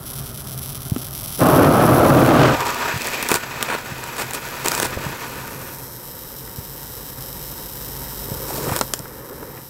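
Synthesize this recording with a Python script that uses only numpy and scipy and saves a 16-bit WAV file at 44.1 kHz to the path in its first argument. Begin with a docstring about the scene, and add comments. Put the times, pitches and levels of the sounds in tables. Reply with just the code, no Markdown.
"""A gas torch burns close by on a workshop bench: a fine buzz of ticks over hiss and a low rumble of noise.
At 1.4 s the flame sweeps the bench in a throbbing two-band roar, then from 2.5 s plays into a hollow shell
of thin metal: resonant noise rushes, clumped bursts sputter, and sharp cracks pop over short rings.
From 6 s buzz and rumble carry on under a swelling hum; after 8 s the flame brushes the rim, with more pops.
Now and then come soft low thumps, a few sagging sine cycles each, and dull plops of molten metal."""
import sys
import numpy as np
from scipy import signal
from scipy.io import wavfile
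from scipy.ndimage import uniform_filter1d

SR = 44100
rng = np.random.default_rng(int(sys.argv[2]) if len(sys.argv) > 2 else 0)


def file_out(sig):
    """Save sig as 16-bit WAV at sys.argv[1]."""
    # one column per channel
    cols = np.atleast_2d(sig).T
    # limit, then scale
    lim = np.clip(cols, -1, 1)
    pcm = np.round(lim * 32767).astype(np.int16)
    wavfile.write(sys.argv[1], SR, pcm)


def voltage_ratio(decibels):
    """Convert decibels (scalar or array-like) to amplitude ratios, 20 dB per decade."""
    exponent = np.asarray(decibels, float) / 20
    return 10 ** exponent


N = 427329  # length in samples


def evened(x):
    """Scales a sound to rms 1."""
    return x / np.sqrt(np.mean(x ** 2) + 1e-20)


def add(mix, start_s, sound):
    """Mixes a sound in at start_s, cut at the end of the mix."""
    part = mix[round(start_s * SR):][:len(sound)]
    part += sound[:len(part)]


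def curve(rows, column=1, silent=None):
    """Draws one column of a table sample by sample; silent replaces the end values outside it."""
    rows = np.transpose(rows)
    return np.interp(np.arange(N) / SR, rows[0], rows[column], silent, silent)


def spell(start_s, end_s, rise_db_per_s, fall_db_per_s):
    """Attack, hold and release in dB: 0 from start to end, sloping away on both sides."""
    t = np.arange(N) / SR
    slopes = np.minimum((t - start_s) * rise_db_per_s, (end_s - t) * fall_db_per_s)
    return np.maximum(np.minimum(0, slopes), -120)


def shape(points, modes=()):
    """Minimum-phase impulse response of a colour curve, lifted by resonances; energy 1."""
    hz = abs(np.fft.fftfreq(4096, 1 / SR))
    point_hz, point_db = np.transpose(points)
    lift = 1 + sum(voltage_ratio(db) / (1 + ((hz - centre) / width * 2) ** 2) for centre, width, db in modes)
    colour_db = np.interp(np.log(hz + 1), np.log(point_hz + 1), point_db)
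    log_gain = np.log(voltage_ratio(np.maximum(colour_db, -100)) * lift)
    taps = np.fft.ifft(np.exp(np.conj(signal.hilbert(log_gain)))).real[:2048]
    return taps / np.linalg.norm(taps)


def through(x, taps):
    """Convolution cut to the length of the scene."""
    return signal.oaconvolve(x, taps)[:N]


def resonate(x, hz, width_hz):
    """A gliding resonance: shifts the curve hz down to zero, smooths, and shifts back."""
    turn = np.exp(2j * np.pi * np.cumsum(hz) / SR)
    r = np.exp(-np.pi * width_hz / SR)
    return 2 * (turn * signal.lfilter([1 - r], [1, -r], x / turn)).real


def wander(hz):
    """Slow random curve of rms 1, moving at up to about hz."""
    return evened(signal.lfilter(*signal.butter(2, hz, fs=SR), rng.standard_normal(N)))


def flutter(hz, db):
    """Random gain wandering at up to about hz, by db rms."""
    return evened(voltage_ratio(db * wander(hz)))


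def grit(per_s, spread_db):
    """Sparse clicks of random sign, a few of them large; rms 1."""
    size = voltage_ratio(spread_db * np.minimum(rng.exponential(1, N), 4)) * rng.choice([-1., 1.], N)
    return evened(size * (rng.random(N) < per_s / SR))


def room(x, t60_s):
    """Short, cluttered workshop: a dense decaying noise tail after a 4 ms gap."""
    t = np.arange(SR // 2) / SR
    tail = rng.standard_normal(len(t)) * voltage_ratio(-60 * t / t60_s) * (t > .004)
    return through(x, tail / np.linalg.norm(tail))


ROAR_START_S = 1.414
# Level of the rumble noise: start_s [s], level_db [dB]
RUMBLE_LEVEL = [(0, -34), (1.38, -35), (2.62, -33), (2.74, -37), (3.4, -40.5), (3.9, -37.5), (4.6, -38),
                (4.9, -32.5), (6.14, -39.5), (7.96, -36), (8.62, -31.5), (8.84, -37.5), (9.1, -38),
                (9.3, -39), (9.59, -37.5), (9.69, -45.5)]
# Colours of the rumble, free flame then flame on the work: freq_hz [Hz], level_db [dB, relative]
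RUMBLE_COLOURS = [
    [(15, -45), (25, -8), (129, -5.5), (401, -18.5), (459, -21.5), (649, -17.5), (883, -26), (1270, -18.5),
     (2500, -40.5), (3250, -71), (5500, -120)],
    [(15, -45), (25, -9), (124, -6), (267, -10), (324, -10.5), (546, -9), (624, -19), (936, -15.5),
     (1900, -20.5), (2400, -27.5), (3250, -37.5), (5500, -120)],
]
# Resonant tones in the rumble: centre_hz [Hz], width_hz [Hz], added_db [dB against the colour]
RUMBLE_TONES = [(133, 9.4, 10), (927, 52, 2)]
# Swell of a deep hum, silent outside it: start_s [s], level_db [dB rms]
HUM_SWELL = [(6.2, -52.5), (8.3, -41), (8.9, -48)]
# Faint steady tones before the roar: pitch_hz [Hz], level_db [dB rms]
EARLY_TONES = [(398.4, -53), (786.0, -58)]


def rumble(hum_hz=51.6):
    """Lumpy low burning noise with resonant tones in it, a deep hum and faint early tones."""
    t = np.arange(N) / SR
    noise = rng.standard_normal(N) * flutter(20, .9) * voltage_ratio(curve(RUMBLE_LEVEL))
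    free = t < ROAR_START_S
    body = sum(through(noise * part, shape(colour, RUMBLE_TONES))
               for part, colour in zip((free, ~free), RUMBLE_COLOURS))
    tones = free * sum(voltage_ratio(db) * np.sin(2 * np.pi * hz * t) for hz, db in EARLY_TONES)
    hum = voltage_ratio(curve(HUM_SWELL, 1, -120)) * np.sin(2 * np.pi * hum_hz * t)
    return body + np.sqrt(2) * (tones + hum)


# Soft low thumps: start_s [s], level_db [dB before the envelope], pitch_hz [Hz once settled]
LOW_THUMPS = [(0.919, 0, 124), (0.962, -8, 243), (2.94, -12, 115), (2.961, -9.5, 119), (3.919, -13.5, 125),
              (4.968, -10.5, 83), (5.064, -10, 132), (6.585, -12.5, 101.8), (8.316, -9.5, 134),
              (8.676, -11, 139), (8.717, -5, 118), (9.001, -17.5, 134)]


def thumps(sag=1.0, sag_s=0.0013, attack_s=0.0026, t60_s=0.038):
    """A few soft sine cycles whose pitch sags from double to its settled value."""
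    out, t = np.zeros(N), np.arange(5000) / SR
    for start_s, level_db, pitch_hz in LOW_THUMPS:
        turns = np.cumsum(pitch_hz * (1 + sag * np.exp(-t / sag_s))) / SR
        envelope = voltage_ratio(level_db - 60 * t / t60_s) * (1 - np.exp(-t / attack_s))
        add(out, start_s, envelope * np.sin(2 * np.pi * turns))
    return out


# Dull plops of molten metal: start_s [s], level_db [dB before the decay], pitch_hz [Hz]
METAL_PLOPS = [(3.078, -13, 1760), (4.922, -20, 1090), (4.974, -10.5, 497), (5.066, -16, 926),
               (6.476, -28, 1600), (8.287, -17, 518.5), (8.32, -22, 550), (8.506, -17, 794),
               (8.582, -14, 533), (8.669, -10, 650), (8.691, -18, 700), (8.722, -12, 820),
               (8.998, -24, 500), (9.056, -23.5, 1454), (9.429, -25, 1300), (9.575, -29, 1890)]


def plops(t60_s=0.031, sharpness=2.4):
    """A fast-dying sine click and a puff of noise in a broad, dull resonance."""
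    out, t = np.zeros(N), np.arange(2000) / SR
    puffs = rng.standard_normal((len(METAL_PLOPS), len(t)))
    for (start_s, level_db, pitch_hz), puff in zip(METAL_PLOPS, puffs):
        for _ in range(2):
            puff = resonate(puff, pitch_hz + 0 * t, pitch_hz / sharpness)
        click = voltage_ratio(-120 * t / t60_s) * np.sin(2 * np.pi * pitch_hz * t)
        add(out, start_s, voltage_ratio(level_db - 60 * t / t60_s) * (0.33 * evened(puff) + click))
    return out


# Pops and snaps: start_s [s], crack_db [dB before a 6 dB trim and colouring],
# body_db [dB against crack_db]
POP_HITS = [(0.9624, -22.5, -2), (2.262, -14, -1), (3.0194, -14, -31), (3.0715, -13, -15),
            (3.135, -17.5, -11), (3.2273, -10.5, -6), (3.2884, -6, -32), (3.316, -1.5, -6), (3.342, -2, -9),
            (3.627, -0.5, -15.5), (4.0394, -18.5, -14), (4.309, -16, -9), (4.3348, -13, -16),
            (4.6606, -9.5, -4), (4.6834, -1.5, -20), (4.718, -7, -12), (4.7504, -6, -29), (4.8, -4.5, -10),
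            (4.8295, -5.5, -8), (8.644, -27, -25), (8.7634, -5.5, -12), (8.79, -10.5, -10),
            (8.812, -4, -4.5), (8.9367, 2, -19), (8.992, -18, -20)]
# Colour of the low puffs and pop bodies: freq_hz [Hz], level_db [dB, relative]
PUFF_COLOUR = [(59, -16), (100, -5), (381, 1.5), (768, -1.5), (931, -1), (1330, -0.5), (3500, -12.5),
               (4550, -14.5), (7700, -120)]
# Colour of cracks, sparks and specks: freq_hz [Hz], level_db [dB, relative]
SPARK_COLOUR = [(1180, -22), (2000, -20), (3050, -1.5), (5470, 5), (6220, 2), (7780, 6.5), (11500, 0),
                (15600, 0.5)]


def pops(crack_t60_s=.005, tail_t60_s=.03, ring_t60_s=.02):
    """A sharp crack of noise with a weak tail, and a slower ring of the shell below it."""
    cracks, rings = np.zeros((2, N))
    t = np.arange(3000) / SR
    noise = rng.standard_normal((len(POP_HITS), 2, len(t)))
    noise[:, 0, 0] = 5  # the first snap
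    crack_decay = voltage_ratio(-60 * t / crack_t60_s) + voltage_ratio(-15 - 60 * t / tail_t60_s)
    for (start_s, crack_db, body_db), (crack, ring) in zip(POP_HITS, noise):
        add(cracks, start_s, voltage_ratio(crack_db - 6) * crack_decay * crack)
        add(rings, start_s, voltage_ratio(crack_db + body_db - 60 * t / ring_t60_s) * ring)
    return through(cracks, shape(SPARK_COLOUR)) + through(rings, shape(PUFF_COLOUR))


# Sputtering fits: start_s [s], hold_s [s], body_db [dB], crackle_db [dB against the body]
SPUTTER_FITS = [(3.306, 0.01, -20.5, -4), (3.352, 0.0048, -20.5, -3), (3.701, 0.051, -21.5, -13),
                (4.19, 0.031, -25, -2), (4.344, 0.015, -33.5, 2), (4.659, 0.024, -23.5, -3.5),
                (4.72, 0.138, -27, -0.5), (8.485, 0.17, -40, 5.5), (8.685, 0.086, -29.5, -2)]
# Resonances of the thin shell: centre_hz [Hz], width_hz [Hz], added_db [dB against the colour]
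SHELL_MODES = [(950, 57, 4), (1209, 24, 2.5), (1466, 12, 5.5), (1800, 100, -4), (2500, 220, 3.5),
               (7850, 110, 7)]


def sputter(rise_db_per_s=646, fall_db_per_s=650):
    """Clumps of small explosions: a puff in the shell and bright crackle on top."""
    clumps = flutter(78, 3.5)
    body, crackle = np.zeros((2, N))
    for start_s, hold_s, body_db, crackle_db in SPUTTER_FITS:
        fit_db = body_db + spell(start_s, start_s + hold_s, rise_db_per_s, fall_db_per_s)
        fit = voltage_ratio(fit_db) * clumps
        body += fit
        crackle += fit * voltage_ratio(crackle_db)
    puff = through(body * rng.standard_normal(N), shape(PUFF_COLOUR, SHELL_MODES))
    sparks = .7 * rng.standard_normal(N) + .7 * grit(1500, 4)
    return puff + through(crackle * sparks, shape(SPARK_COLOUR))


# Flame striking the work, in the shell then on its rim, silent outside: start_s [s], level_db [dB]
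RUSH_LEVELS = [
    [(2.45, -33), (2.6, -29), (2.78, -29), (2.92, -27.5), (3.03, -30), (3.17, -26), (3.4, -35.5),
     (3.63, -31.5), (3.8, -35.5), (4.6, -35), (4.81, -32), (5.47, -38.5), (5.71, -43.5), (5.9, -60)],
    [(8.1, -65), (8.374, -40), (8.7, -28.5), (8.9, -48), (9.2, -42), (9.3, -40.5), (9.42, -38), (9.69, -60)],
]
# Colours of the rush, in the shell then on its rim: freq_hz [Hz], level_db [dB, relative]
RUSH_COLOURS = [
    [(120, -36), (200, -18), (237, 0.5), (282, -9.5), (371, -2.5), (1640, -7), (7690, -15.5), (9120, -46),
     (12000, -15), (15600, -33), (22000, -120)],
    [(150, -33), (250, -2), (551, 4), (700, -24), (936, -7), (1800, -16), (2300, -32), (3900, -60),
     (6600, -120)],
]
# Broad peak gliding as the flame finds its place: start_s [s], pitch_hz [Hz], added_db [dB]
GLIDING_PEAK = [(2.6, 900, 7), (2.75, 1150, -0.5), (2.92, 1600, 7.5), (3.03, 2266, -8), (3.2, 2230, 0),
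                (3.45, 1494, -1)]


def rush():
    """Gas rushing into the hollow shell, with fine grit burning off; later it brushes the rim."""
    inside, rim = (voltage_ratio(curve(level, 1, -120)) * flutter(27.5, 2.08) for level in RUSH_LEVELS)
    gas = through(inside * rng.standard_normal(N), shape(RUSH_COLOURS[0], SHELL_MODES))
    gas = gas + voltage_ratio(curve(GLIDING_PEAK, 2)) * resonate(gas, curve(GLIDING_PEAK), 640)
    specks = voltage_ratio(-11) * through(inside * grit(400, 5.4), shape(SPARK_COLOUR))
    return gas + specks + through(rim * rng.standard_normal(N), shape(RUSH_COLOURS[1]))


# Colour of the roar's body: freq_hz [Hz], level_db [dB, relative]
ROAR_BODY_COLOUR = [(18, -60), (30, -38), (129, 0), (206, -8.5), (243, -3), (339, -5), (447, -10.5),
                    (528, -7), (660, -7.5), (920, -14.5), (1260, -12), (1660, -28.5), (2500, -58),
                    (3250, -46), (5500, -120)]
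# Colour of its upper edge: freq_hz [Hz], level_db [dB, relative]
ROAR_EDGE_COLOUR = [(880, -1), (1500, 5.5), (2090, -4), (2420, -3), (4350, -12.5), (9000, -23),
                    (11700, -53), (19800, -120)]


def roar(end_s=2.47, level_db=-11.5, cut_s=2.55):
    """Turbulent flame: large eddies make body and upper edge throb together."""
    held_db = level_db + spell(ROAR_START_S, end_s, 820, 104)
    cut_db = spell(0, cut_s, 1, 900)  # the fading roar breaks off
    level = voltage_ratio(held_db + cut_db) * flutter(42.0, 1.3)
    body = through(level * rng.standard_normal(N), shape(ROAR_BODY_COLOUR))
    # the edge gains 7.5 dB in the last 0.24 s of the hold, as the flame nears the shell
    nearing = np.clip(1 + (np.arange(N) / SR - end_s) / 0.24, 0, 1)
    edge = voltage_ratio(-14 + 7.5 * nearing) * flutter(93.0, 2.2)
    return body + through(level * edge * rng.standard_normal(N), shape(ROAR_EDGE_COLOUR))


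# Beat of the ticks: start_s [s], rate_hz [ticks a second]
TICK_BEAT = [(0, 264), (.5, 265), (1.3, 297), (1.42, 268), (2.6, 234), (4.9, 263), (9.69, 269)]
# Very short echoes of each tick: delay_s [s], gain [loop factor]
TICK_ECHOES = [(.00011, .6), (.00023, .6), (.00041, .5)]
# Changes of colour: start_s [s], colour [0 to 2, blending between], hiss_db [dB against the ticks]
COLOUR_CHANGES = [(1.9, 0, -8), (2.5, 1, -2), (5.2, 1, -2), (6.0, 2, -3)]


def tick_train(jitter_s=.00035, uneven_db=2.0, weak_db=-2):
    """Alike ticks on a shaky beat, strong-weak, failing in spells, smeared by echoes; rms 1."""
    turns = np.cumsum(curve(TICK_BEAT)) / SR
    at = np.flatnonzero(np.diff(np.floor(turns)))
    late, size, luck = rng.standard_normal((len(at), 3)).T
    luck = evened(luck + uniform_filter1d(luck, size=9) * .6)  # neighbours fail together
    # strength has a ceiling and many failures, and is steadier in the later colours
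    fires = 1 / (1 + np.exp(-3 * (luck + .45 + .45 * curve(COLOUR_CHANGES)[at])))
    strength = fires * voltage_ratio(uneven_db * size + weak_db * (np.arange(len(at)) % 2))
    ticks = np.zeros(N)
    ticks[np.clip(at + (late * jitter_s * SR).astype(int), 0, N - 1)] = strength
    for delay_s, gain in TICK_ECHOES:  # all-pass loops spread each tick without colouring it
        loop = np.r_[1, np.zeros(round(delay_s * SR) - 1), gain]
        ticks = signal.lfilter(loop[::-1], loop, ticks)
    return evened(ticks)


# Buzz of ticks before colouring: start_s [s], level_db [dB]
BUZZ_LEVEL = [(0, -34.5), (1.3, -31.5), (1.43, -27.5), (1.7, -31.5), (2.1, -31), (2.6, -40.5), (3.1, -38),
              (3.5, -44.5), (4.7, -39), (5.34, -42.5), (6.2, -41), (8.66, -35.5), (8.79, -35.5),
              (8.83, -39), (9.05, -45), (9.69, -45)]
# The three colours of ticks and hiss: freq_hz [Hz], level_db [dB, relative]
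BUZZ_COLOURS = [
    [(1180, -58), (2000, -9.5), (2870, -7.5), (3100, -2), (4450, -6.5), (5810, -1), (6780, -13.5),
     (7980, -7), (8700, -10), (9400, -6.5), (11000, -4), (15600, -7)],
    [(5000, 4.5), (8500, 1.5), (9290, 2), (9750, 5), (12500, -2), (13400, -1), (15600, 6)],
    [(1470, -40), (2500, -12.5), (3120, -4.5), (3530, -12), (3810, -3), (4500, -17), (5300, -7.5),
     (6820, -11), (9700, -0.5), (10050, -10), (10400, -1), (11200, -9.5), (11700, 5), (15600, -10)],
]
# Fine rings in the last colour: centre_hz [Hz], width_hz [Hz], added_db [dB against the colour]
NEAR_RINGS = [(5100, 1500, 7.5), (7750, 210, 6), (12430, 180, 3), (14800, 250, 3), (15100, 190, 11)]
# Rings in the first colour: centre_hz [Hz before drift], width_hz [Hz], added_db [dB before swelling]
EARLY_RINGS = [(8900, 500, -3), (10300, 800, 1), (11500, 800, 3), (12600, 700, 1), (13600, 700, 0),
               (15100, 700, 0)]
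# Early rings sliding together: start_s [s], pitch [factor]
RING_DRIFT = [(0, .985), (1.75, .995), (2.3, 1.06)]
# Rings gliding as the colour changes: start_s [s], pitch_hz [Hz], added_db [dB against the drive]
GLIDING_RINGS = [
    [(1.9, 11200, -8), (2.5, 12000, 5), (3.2, 12450, 8), (5.3, 12450, 8), (6.2, 13700, 3), (8.5, 13900, 3),
     (9.1, 13200, 3)],
    [(5.3, 11600, -12), (5.6, 11800, 4), (6.5, 13000, 1), (8.4, 12900, 1), (9.2, 12500, 1)],
]


def hiss():
    """A fine buzz of ticks over smooth hiss, whose colour changes, with gliding rings."""
    which, hiss_gain = curve(COLOUR_CHANGES), voltage_ratio(curve(COLOUR_CHANGES, 2))
    drive = voltage_ratio(curve(BUZZ_LEVEL)) * (tick_train() + hiss_gain * rng.standard_normal(N))
    coloured = []
    for k, (colour, modes) in enumerate(zip(BUZZ_COLOURS, ((), (), NEAR_RINGS))):
        share = np.sqrt(np.clip(1 - abs(which - k), 0, 1))  # equal-power crossfade
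        coloured.append(through(drive * share, shape(colour, modes)))
    first, second, third = coloured
    slid = np.zeros(N)
    for centre_hz, width_hz, added_db in EARLY_RINGS:  # each swells and wavers by itself
        swell = voltage_ratio(added_db + 3.5 * wander(2.8))
        pitch_hz = centre_hz * curve(RING_DRIFT) * (1 + .008 * wander(2))
        slid += swell * resonate(first, pitch_hz, width_hz)
    glides = sum(voltage_ratio(curve(ring, 2)) * resonate(drive, curve(ring), 370) for ring in GLIDING_RINGS)
    return voltage_ratio(-6) * (first + slid) + second + third + glides


def scene():
    """All sources, the sharp ones with a little room."""
    hits = pops() + plops() + thumps() + sputter()
    wet = voltage_ratio(-16) * room(hits, .15)
    return (hits + wet + hiss() + rumble() + roar() + rush())[None]


def low_pass(x):
    """Removes everything above the highest recorded frequency."""
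    return signal.sosfilt(signal.butter(12, 16800, fs=SR, output="sos"), x)


def record(dry):
    """A soft ceiling on the loudest peaks, then a steep band edge at 15.8 kHz."""
    held = dry / (1 + (dry / .9) ** 4) ** .25
    edge = signal.firwin(511, 15800, fs=SR)
    mix = signal.oaconvolve(held, edge[None], "same")
    return low_pass(mix)


dry = scene()
out = record(dry)
file_out(out)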